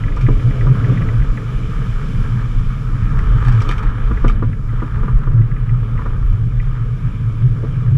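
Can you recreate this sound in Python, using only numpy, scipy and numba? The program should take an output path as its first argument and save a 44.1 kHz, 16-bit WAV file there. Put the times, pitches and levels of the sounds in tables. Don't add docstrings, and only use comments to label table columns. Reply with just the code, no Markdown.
import sys
import numpy as np
from scipy import signal
from scipy.fft import rfft, irfft, next_fast_len
from scipy.io import wavfile
from scipy.ndimage import uniform_filter1d
from numba import njit

SR = 44100
rng = np.random.default_rng(int(sys.argv[2]) if len(sys.argv) > 2 else 0)


def digitize_waveform(pressure):
    field = np.atleast_2d(pressure).T
    bounded = np.clip(field, -1, 1)
    quanta = np.round(bounded * 32767).astype(np.int16)
    wavfile.write(sys.argv[1], SR, quanta)


def field_ratio(decibels):
    return 10 ** (np.asarray(decibels, dtype=float) / 20)


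N = 351477
T = np.arange(N) / SR


def unit(x):
    return x / np.sqrt(np.mean(x ** 2))


def curves(table):
    times, *columns = np.transpose(table)
    return [np.interp(T, times, column) for column in columns]


@njit
def svf(x, hz, width):
    y, band, low = np.empty(len(x)), 0., 0.
    for i in range(len(x)):
        g = np.tan(np.pi * hz[i] / SR)
        damping = width / hz[i]
        v = (band + g * (x[i] - low)) / (1 + g * (g + damping))
        band = 2 * v - band
        low = low + 2 * g * v
        y[i] = damping * v
    return y


def walk(rate):
    hold = int(SR / rate)
    steps = np.repeat(rng.standard_normal(N // hold + 1), hold)
    smooth = uniform_filter1d(uniform_filter1d(steps, hold), hold)
    return unit(smooth[:N])


def coloured(points):
    hz, db = np.transpose(points)
    size = next_fast_len(N)
    f = np.maximum(np.arange(size // 2 + 1) * SR / size, 1)
    gain = field_ratio(np.interp(np.log(f), np.log(hz), db, left=-90, right=-90))
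    return unit(irfft(rfft(rng.standard_normal(size)) * gain, size)[:N])


def steadied(x, share):
    swell = np.abs(signal.hilbert(x, next_fast_len(N))[:N])
    return unit(x / (swell + .08) ** share)


def ring(modes, dull=0., rebound=0., contact_s=0.0008, length_s=.15):
    t = np.arange(int(length_s * SR)) / SR
    level, detune = rng.standard_normal((2, len(modes))) * [[1.5], [.008]]
    y = np.zeros(len(t))
    for (hz, db, t60), change_db, shift in zip(modes, level, detune):
        gain = field_ratio(db + change_db - 14 * dull * np.log2(hz / modes[0][0]))
        decay = np.exp(-np.log(1000) * t / t60)
        y += gain * np.sin(2 * np.pi * hz * (1 + shift) * t) * decay
    y *= np.sin(np.pi / 2 * np.minimum(t / contact_s, 1)) ** 2
    blow = y.copy()
    lags = (np.cumsum(0.0031 + .012 * rng.random(4)) * SR).astype(int)
    for k, lag in enumerate(lags):
        y[lag:] += rebound ** (k + 1) * blow[:-lag]
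    return y / np.abs(y).max()


def struck(shell, x):
    y = 0
    for hz, width, db in shell:
        centre = np.full(len(x), 1. * hz)
        tone = svf(svf(x, centre, 0.83 * width), centre, 2.03 * width)
        y = y + field_ratio(db) * tone / np.sqrt(width)
    return y / (2.5 * y[:int(.02 * SR)].std())


def through_shell(shell, drops_db, flicker_db):
    shared = walk(14)
    hits = rng.random(N) < 250 / SR
    drops = unit(hits * np.clip(rng.standard_normal(N), -2.2, 2.2) ** 2)
    out = 0
    for hz, width, db in shell:
        foam = rng.standard_normal(N) + field_ratio(drops_db) * drops
        centre = hz * (1 + .004 * walk(3))
        tone = unit(svf(svf(foam, centre, 1. * width), centre, 1.76 * width))
        out = out + field_ratio(db + flicker_db * (shared + walk(20))) * tone
    return unit(out)


def add(out, s, x):
    i = int(s * SR)
    out[i:i + len(x)] += x[:N - i]


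def swells(table, edge_s):
    gain = np.zeros(N)
    for s, length_s, db, *_ in table:
        inside = np.minimum(T - s, s + length_s - T) / edge_s + .5
        shape = np.sin(np.pi / 2 * np.clip(inside, 0, 1)) ** 2
        gain = np.maximum(gain, field_ratio(db) * shape)
    return gain


def take_over(bed_db, bed, gain, swell):
    bed_gain = np.sqrt(np.maximum(field_ratio(bed_db) ** 2 - gain ** 2, 0))
    return bed_gain * bed + gain * swell


# f/Hz, level/dB
WHINE_TONES = [(4969, -91.5), (10643, -76.5), (10693, -88), (13189, -98.5)]
# f/Hz, relative level/dB
NOISE_FLOOR = [(3000, -11.5), (6000, -4), (10000, 1.5), (13500, -7), (15500, -18)]


def whine():
    tones = sum(np.sqrt(2) * field_ratio(db) * np.sin(2 * np.pi * hz * T) for hz, db in WHINE_TONES)
    return tones + field_ratio(-72.5) * coloured(NOISE_FLOOR)


# t/s, rush level/dB, rumble level/dB, fizz level/dB, far foam hiss level/dB
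WATER_LEVELS = [(0.0, -39.5, -37.5, -48, -59), (0.46, -38, -34.5, -45.5, -56),
                (0.95, -34.5, -30, -44.5, -55.5), (1.23, -39, -36.5, -47.5, -57.5),
                (2.07, -37.5, -39.5, -45, -54.5), (2.86, -40, -43, -49, -58.5),
                (3.06, -37.5, -39, -49, -57.5), (3.32, -31.5, -38.5, -46, -57.5),
                (3.65, -33, -35, -44, -55), (3.87, -36, -39.5, -50.5, -64), (4.22, -36, -38, -47, -59),
                (4.38, -42, -39.5, -50, -66.5), (4.55, -47.5, -46, -55.5, -64.5),
                (4.78, -38, -42.5, -53, -62.5), (5.05, -38, -40.5, -52.5, -63),
                (5.39, -42, -41.5, -56.5, -67.5), (5.7, -42, -43.5, -54.5, -65),
                (5.92, -40.5, -36.5, -52, -63.5), (6.47, -43, -46, -53, -64), (7.45, -44, -43, -51, -62.5),
                (7.9, -41, -40, -51, -62)]
# f/Hz, nominal width/Hz, relative level/dB
SHELL_LOW = [(282.5, 51, -2.5), (433, 79, -3), (506, 120, -10.5), (641, 84, -17)]
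SHELL_MID = [(968, 280, -6.5), (1247, 262, 3.5), (1617, 295, -3.5)]
SHELL_UPPER = [(2300, 306, 0.5), (3040, 450, -3.5), (3495, 320, -10)]
SHELL_HIGH = [(4060, 910, 2.5), (4810, 140, -5), (5320, 980, 3.5), (6260, 1500, 1), (7400, 930, -1.5)]
SHELL_TOP = [(9100, 3100, -5.5), (10400, 1200, -4), (13300, 1200, -9)]


def water():
    rush_db, rumble_db, fizz_db, hiss_db = curves(WATER_LEVELS)
    rumble = field_ratio(rumble_db) * through_shell(SHELL_LOW, drops_db=-3.5, flicker_db=1.37)
    rush = field_ratio(rush_db) * through_shell(SHELL_MID, drops_db=-4.0, flicker_db=1.1)
    fizz = field_ratio(fizz_db) * through_shell(SHELL_UPPER, drops_db=-11.5, flicker_db=0.78)
    hiss = through_shell(SHELL_HIGH, drops_db=-16, flicker_db=.3)
    hiss = hiss + field_ratio(-10.0) * through_shell(SHELL_TOP, drops_db=-20.5, flicker_db=1.0)
    return rumble + rush + fizz + field_ratio(hiss_db) * hiss


# t/s, peak level/dB, dullness (0 bright to 1 dull)
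TICKS = [(0.037, -23, 0.1), (0.0806, -25.5, 0.6), (0.1208, -30, 0.2), (0.2644, -21.5, 0.2),
         (0.397, -31, 0.1), (0.5083, -29, 0.3), (0.6095, -22.5, 0), (0.7466, -45, 0.1), (0.8433, -22.5, 0),
         (0.9738, -22, 0.5), (1.0189, -24.5, 0), (1.0879, -24.5, 0.3), (1.22, -28, 0.5), (1.3735, -25, 0.6),
         (3.192, -25, 0.9), (4.1728, -25, 1), (4.53, -29, 0.9), (4.6907, -35, 0.5), (4.804, -31, 0.6),
         (5.4162, -32, 0.6), (5.5138, -33, 0.4), (5.5642, -33, 0.3), (5.6007, -47, 0.6), (5.6929, -29, 0.2),
         (5.9766, -28, 0.2), (6.599, -24.5, 0), (6.6417, -38, 0)]
# f/Hz, relative level/dB, time to fall 60 dB/s
TICK_MODES = [(1354, -8.5, 0.025), (1725, -3, 0.05), (1960, 2, 0.035), (2110, -5.5, 0.034),
              (2360, -7, 0.043), (3120, -17.5, .02)]


def rigging():
    out = np.zeros(N)
    for s, db, dull in TICKS:
        add(out, s, field_ratio(db) * ring(TICK_MODES, dull, rebound=0.14))
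    return out


# t/s, thump level/dB, rap level over thump/dB
KNOCKS_AND_GURGLES = [(0.168, -27.5, 7.5), (0.285, -9, -11), (0.626, -22, -12), (0.668, -18.5, 0),
                      (0.708, -28, -8), (0.8, -23, -12), (0.897, -20, -6), (3.69, -16, -1.5),
                      (4.109, -17.5, -3.5), (4.243, -8, -6), (4.423, -12.5, -7), (4.731, -25.5, -11),
                      (4.82, -16.5, -5), (4.988, -31, 0), (5.03, -21, -2.5), (5.079, -24, 3),
                      (5.161, -38, 4), (5.271, -22.5, -2), (5.99, -32, 9.5), (6.057, -22, 1),
                      (6.102, -41, 12), (6.378, -41, 1.5), (7.634, -17.5, -14)]
# f/Hz, relative level/dB, time to fall 60 dB/s
THUMP_MODES = [(239, 6, 0.1), (300, 14, 0.032), (446, 9.5, 0.038), (560, -34, 0.021)]
RAP_MODES = [(1020, -10, 0.036), (998, -2, 0.1), (1190, 10, 0.04), (1410, -3, 0.081), (1840, -14, 0.029)]
RATTLE_DB, RATTLE_T60_S = -11, 0.15


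def knocks_and_gurgles():
    out, t = np.zeros(N), np.arange(int(.15 * SR)) / SR
    shake_shape = np.minimum(t / .004, 1) * np.exp(-np.log(1000) * t / RATTLE_T60_S)
    for s, db, rap_db in KNOCKS_AND_GURGLES:
        shake = rng.standard_normal(len(t)) * shake_shape
        thump = ring(THUMP_MODES, rebound=.35, contact_s=.004)
        thump = thump + field_ratio(RATTLE_DB) * struck(SHELL_LOW, shake)
        rap = ring(RAP_MODES, rebound=.3, contact_s=0.0019)
        rap = rap + field_ratio(RATTLE_DB) * struck(SHELL_MID, shake)
        add(out, s, field_ratio(db) * (thump + field_ratio(rap_db) * rap))
    return out


# t/s, hiss level/dB, upper ring level over hiss/dB, middle ring level over hiss/dB, time to fall 60 dB/s
SLAPS = [(0.1632, -43, 2, 5, 0.078), (0.2097, -43, 11, 8, 0.25), (3.188, -43.5, -8, 17.5, 0.073),
         (3.4469, -44.5, 10, 19.5, 0.25), (3.4829, -37, 5, 17, 0.08), (3.5195, -42, 4.5, 13.5, 0.22),
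         (3.6036, -40, 10.5, -1, 0.14), (3.6188, -35, -27, 11, 0.074), (3.6443, -61.5, -7, 5, 0.086),
         (3.6891, -35, 12, -4.5, 0.12), (3.712, -37.5, 13, 19, 0.11), (3.7334, -52, 5, 8, 0.12),
         (3.7805, -41.5, 12, 3, 0.089), (3.828, -48.5, 12.5, 19.5, 0.2), (3.8799, -54.5, 12, 21, 0.11),
         (4.045, -56, 3, 13, 0.14), (4.281, -37.5, 14, 6.5, 0.079), (4.296, -46.5, 14.5, 28, 0.079),
         (4.319, -48.5, -17, 3, 0.068)]
CRACK_TOP_DB = -23


def spray():
    out, t = np.zeros(N), np.arange(int(.2 * SR)) / SR
    for s, db, upper_db, middle_db, t60 in SLAPS:
        hits = rng.random(len(t)) < 2500 / SR
        drops = rng.standard_normal(len(t)) * (.35 + hits * 2.)
        crack = np.exp(-t / 0.0011)
        crackle = 1.4 * np.exp(-np.log(1000) * t / max(t60, .01))
        burst = drops * (crack + crackle)
        slap = struck(SHELL_HIGH[:3], burst)
        slap = slap + field_ratio(-11.5) * struck(SHELL_HIGH[3:], drops * np.exp(-t / 0.01))
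        slap = slap + field_ratio(CRACK_TOP_DB) * struck(SHELL_TOP, drops * np.exp(-t / 0.0034))
        slap = slap + field_ratio(upper_db) * struck(SHELL_UPPER, burst)
        slap = slap + field_ratio(middle_db) * struck(SHELL_MID, burst)
        add(out, s, field_ratio(db) * slap)
    return out


# t/s, low rumble level/dB, cavity hum level/dB, eddy roar level/dB
WIND_LEVELS = [(0.0, -22.5, -16, -36.5), (0.38, -14, -20.5, -31), (0.95, -20.5, -15.5, -22),
               (1.35, -21.5, -24, -27.5), (2.42, -16, -16, -26.5), (2.66, -24.5, -20, -27),
               (2.89, -17, -20, -30.5), (3.22, -13, -16.5, -25), (3.51, -12.5, -18.5, -28),
               (3.93, -16, -21, -28.5), (4.48, -18, -19, -28.5), (4.82, -18, -23.5, -34.5),
               (5.26, -15.5, -17.5, -27), (5.59, -20, -17, -35), (5.99, -17, -20.5, -27.5),
               (6.32, -18, -17.5, -38), (6.99, -21, -22, -31), (7.97, -21, -13.5, -35.5)]
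# f/Hz, relative level/dB
RUMBLE_COLOUR = [(9, -23.5), (15, -20), (26, 5), (37, 2), (52, -10.5), (70, -15.5)]
ROAR_COLOUR = [(40, -27.5), (70, -7), (110, -20), (160, -9.5), (250, -20), (357, -40.5), (700, -52.5)]
# start t/s, length/s, level/dB
RUMBLE_SWELLS = [(0.285, 0.048, -10), (0.464, 0.049, -15), (1.186, 0.052, -8), (1.279, 0.046, -10.5),
                 (1.551, 0.036, -13), (2.551, 0.066, -11), (2.656, 0.05, -11.5), (3.034, 0.044, -11.5),
                 (3.144, 0.062, -9.5), (3.209, 0.054, -13.5), (3.271, 0.083, -8), (3.387, 0.068, -17),
                 (3.601, 0.02, -13), (3.765, 0.044, -12), (3.85, 0.046, -10), (4.037, 0.048, -11),
                 (4.099, 0.08, -11), (4.216, 0.13, -10), (4.938, 0.044, -16.5), (5.007, 0.052, -12.5),
                 (5.131, 0.056, -5.5), (6.223, 0.106, -10)]
# start t/s, length/s, level/dB, pitch f/Hz
HUM_SWELLS = [(0.214, 0.056, -8, 114.2), (0.294, 0.032, -12, 124.8), (0.321, 0.033, -15, 117.3),
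              (0.441, 0.08, -10, 122.5), (0.666, 0.062, -6.5, 124), (1.133, 0.09, -11, 117.2),
              (3.333, 0.04, -11, 112.4), (3.414, 0.038, -18, 119.3), (3.464, 0.058, -11.5, 118.6),
              (3.533, 0.08, -10, 108.2), (3.616, 0.036, -12.5, 109), (4.254, 0.034, -13, 118.4),
              (4.967, 0.04, -12, 120), (5.094, 0.042, -12.5, 114), (5.34, 0.078, -7, 114.3),
              (5.716, 0.073, -13.5, 118.4), (6.433, 0.042, -14, 122), (7.042, 0.054, -8.5, 113.6),
              (7.218, 0.079, -11.5, 114), (7.425, 0.064, -9.5, 124), (7.638, 0.036, -16.5, 113.3),
              (7.79, 0.032, -15, 111.3), (7.92, 0.046, -6, 122.3)]
CAVITY_HZ, CAVITY_WANDER = 115.2, 0.032
RUMBLE_EDGE_S, HUM_EDGE_S = 0.03, 0.025


def wind():
    rumble_db, hum_db, roar_db = curves(WIND_LEVELS)
    rumble_bed = coloured(RUMBLE_COLOUR)
    rumble_swell = steadied(coloured(RUMBLE_COLOUR), share=.7)
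    bed_hz = CAVITY_HZ * (1 + CAVITY_WANDER * walk(11))
    hum_bed = unit(svf(svf(rng.standard_normal(N), bed_hz, 28.4), bed_hz, 30.))
    start, length, _, hz = np.transpose(HUM_SWELLS)
    swell_hz = np.interp(T, start + length / 2, hz)
    hum_swell = steadied(svf(svf(rng.standard_normal(N), swell_hz, 12.), swell_hz, 20.), share=.85)
    roar = field_ratio(roar_db + 2.1 * walk(10)) * coloured(ROAR_COLOUR)
    rumble = take_over(rumble_db, rumble_bed, swells(RUMBLE_SWELLS, RUMBLE_EDGE_S), rumble_swell)
    hum = take_over(hum_db, hum_bed, swells(HUM_SWELLS, HUM_EDGE_S), hum_swell)
    return rumble + hum + roar


def scene():
    mix = whine() + water() + rigging() + knocks_and_gurgles() + spray() + wind()
    return mix[None]


def roll_off(x):
    return signal.sosfilt(signal.butter(12, 15000, fs=SR, output="sos"), x)


def record(dry):
    ceiling = 1.15
    finished = ceiling * np.tanh(dry / ceiling)
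    return roll_off(finished)


dry = scene()
out = record(dry)
digitize_waveform(out)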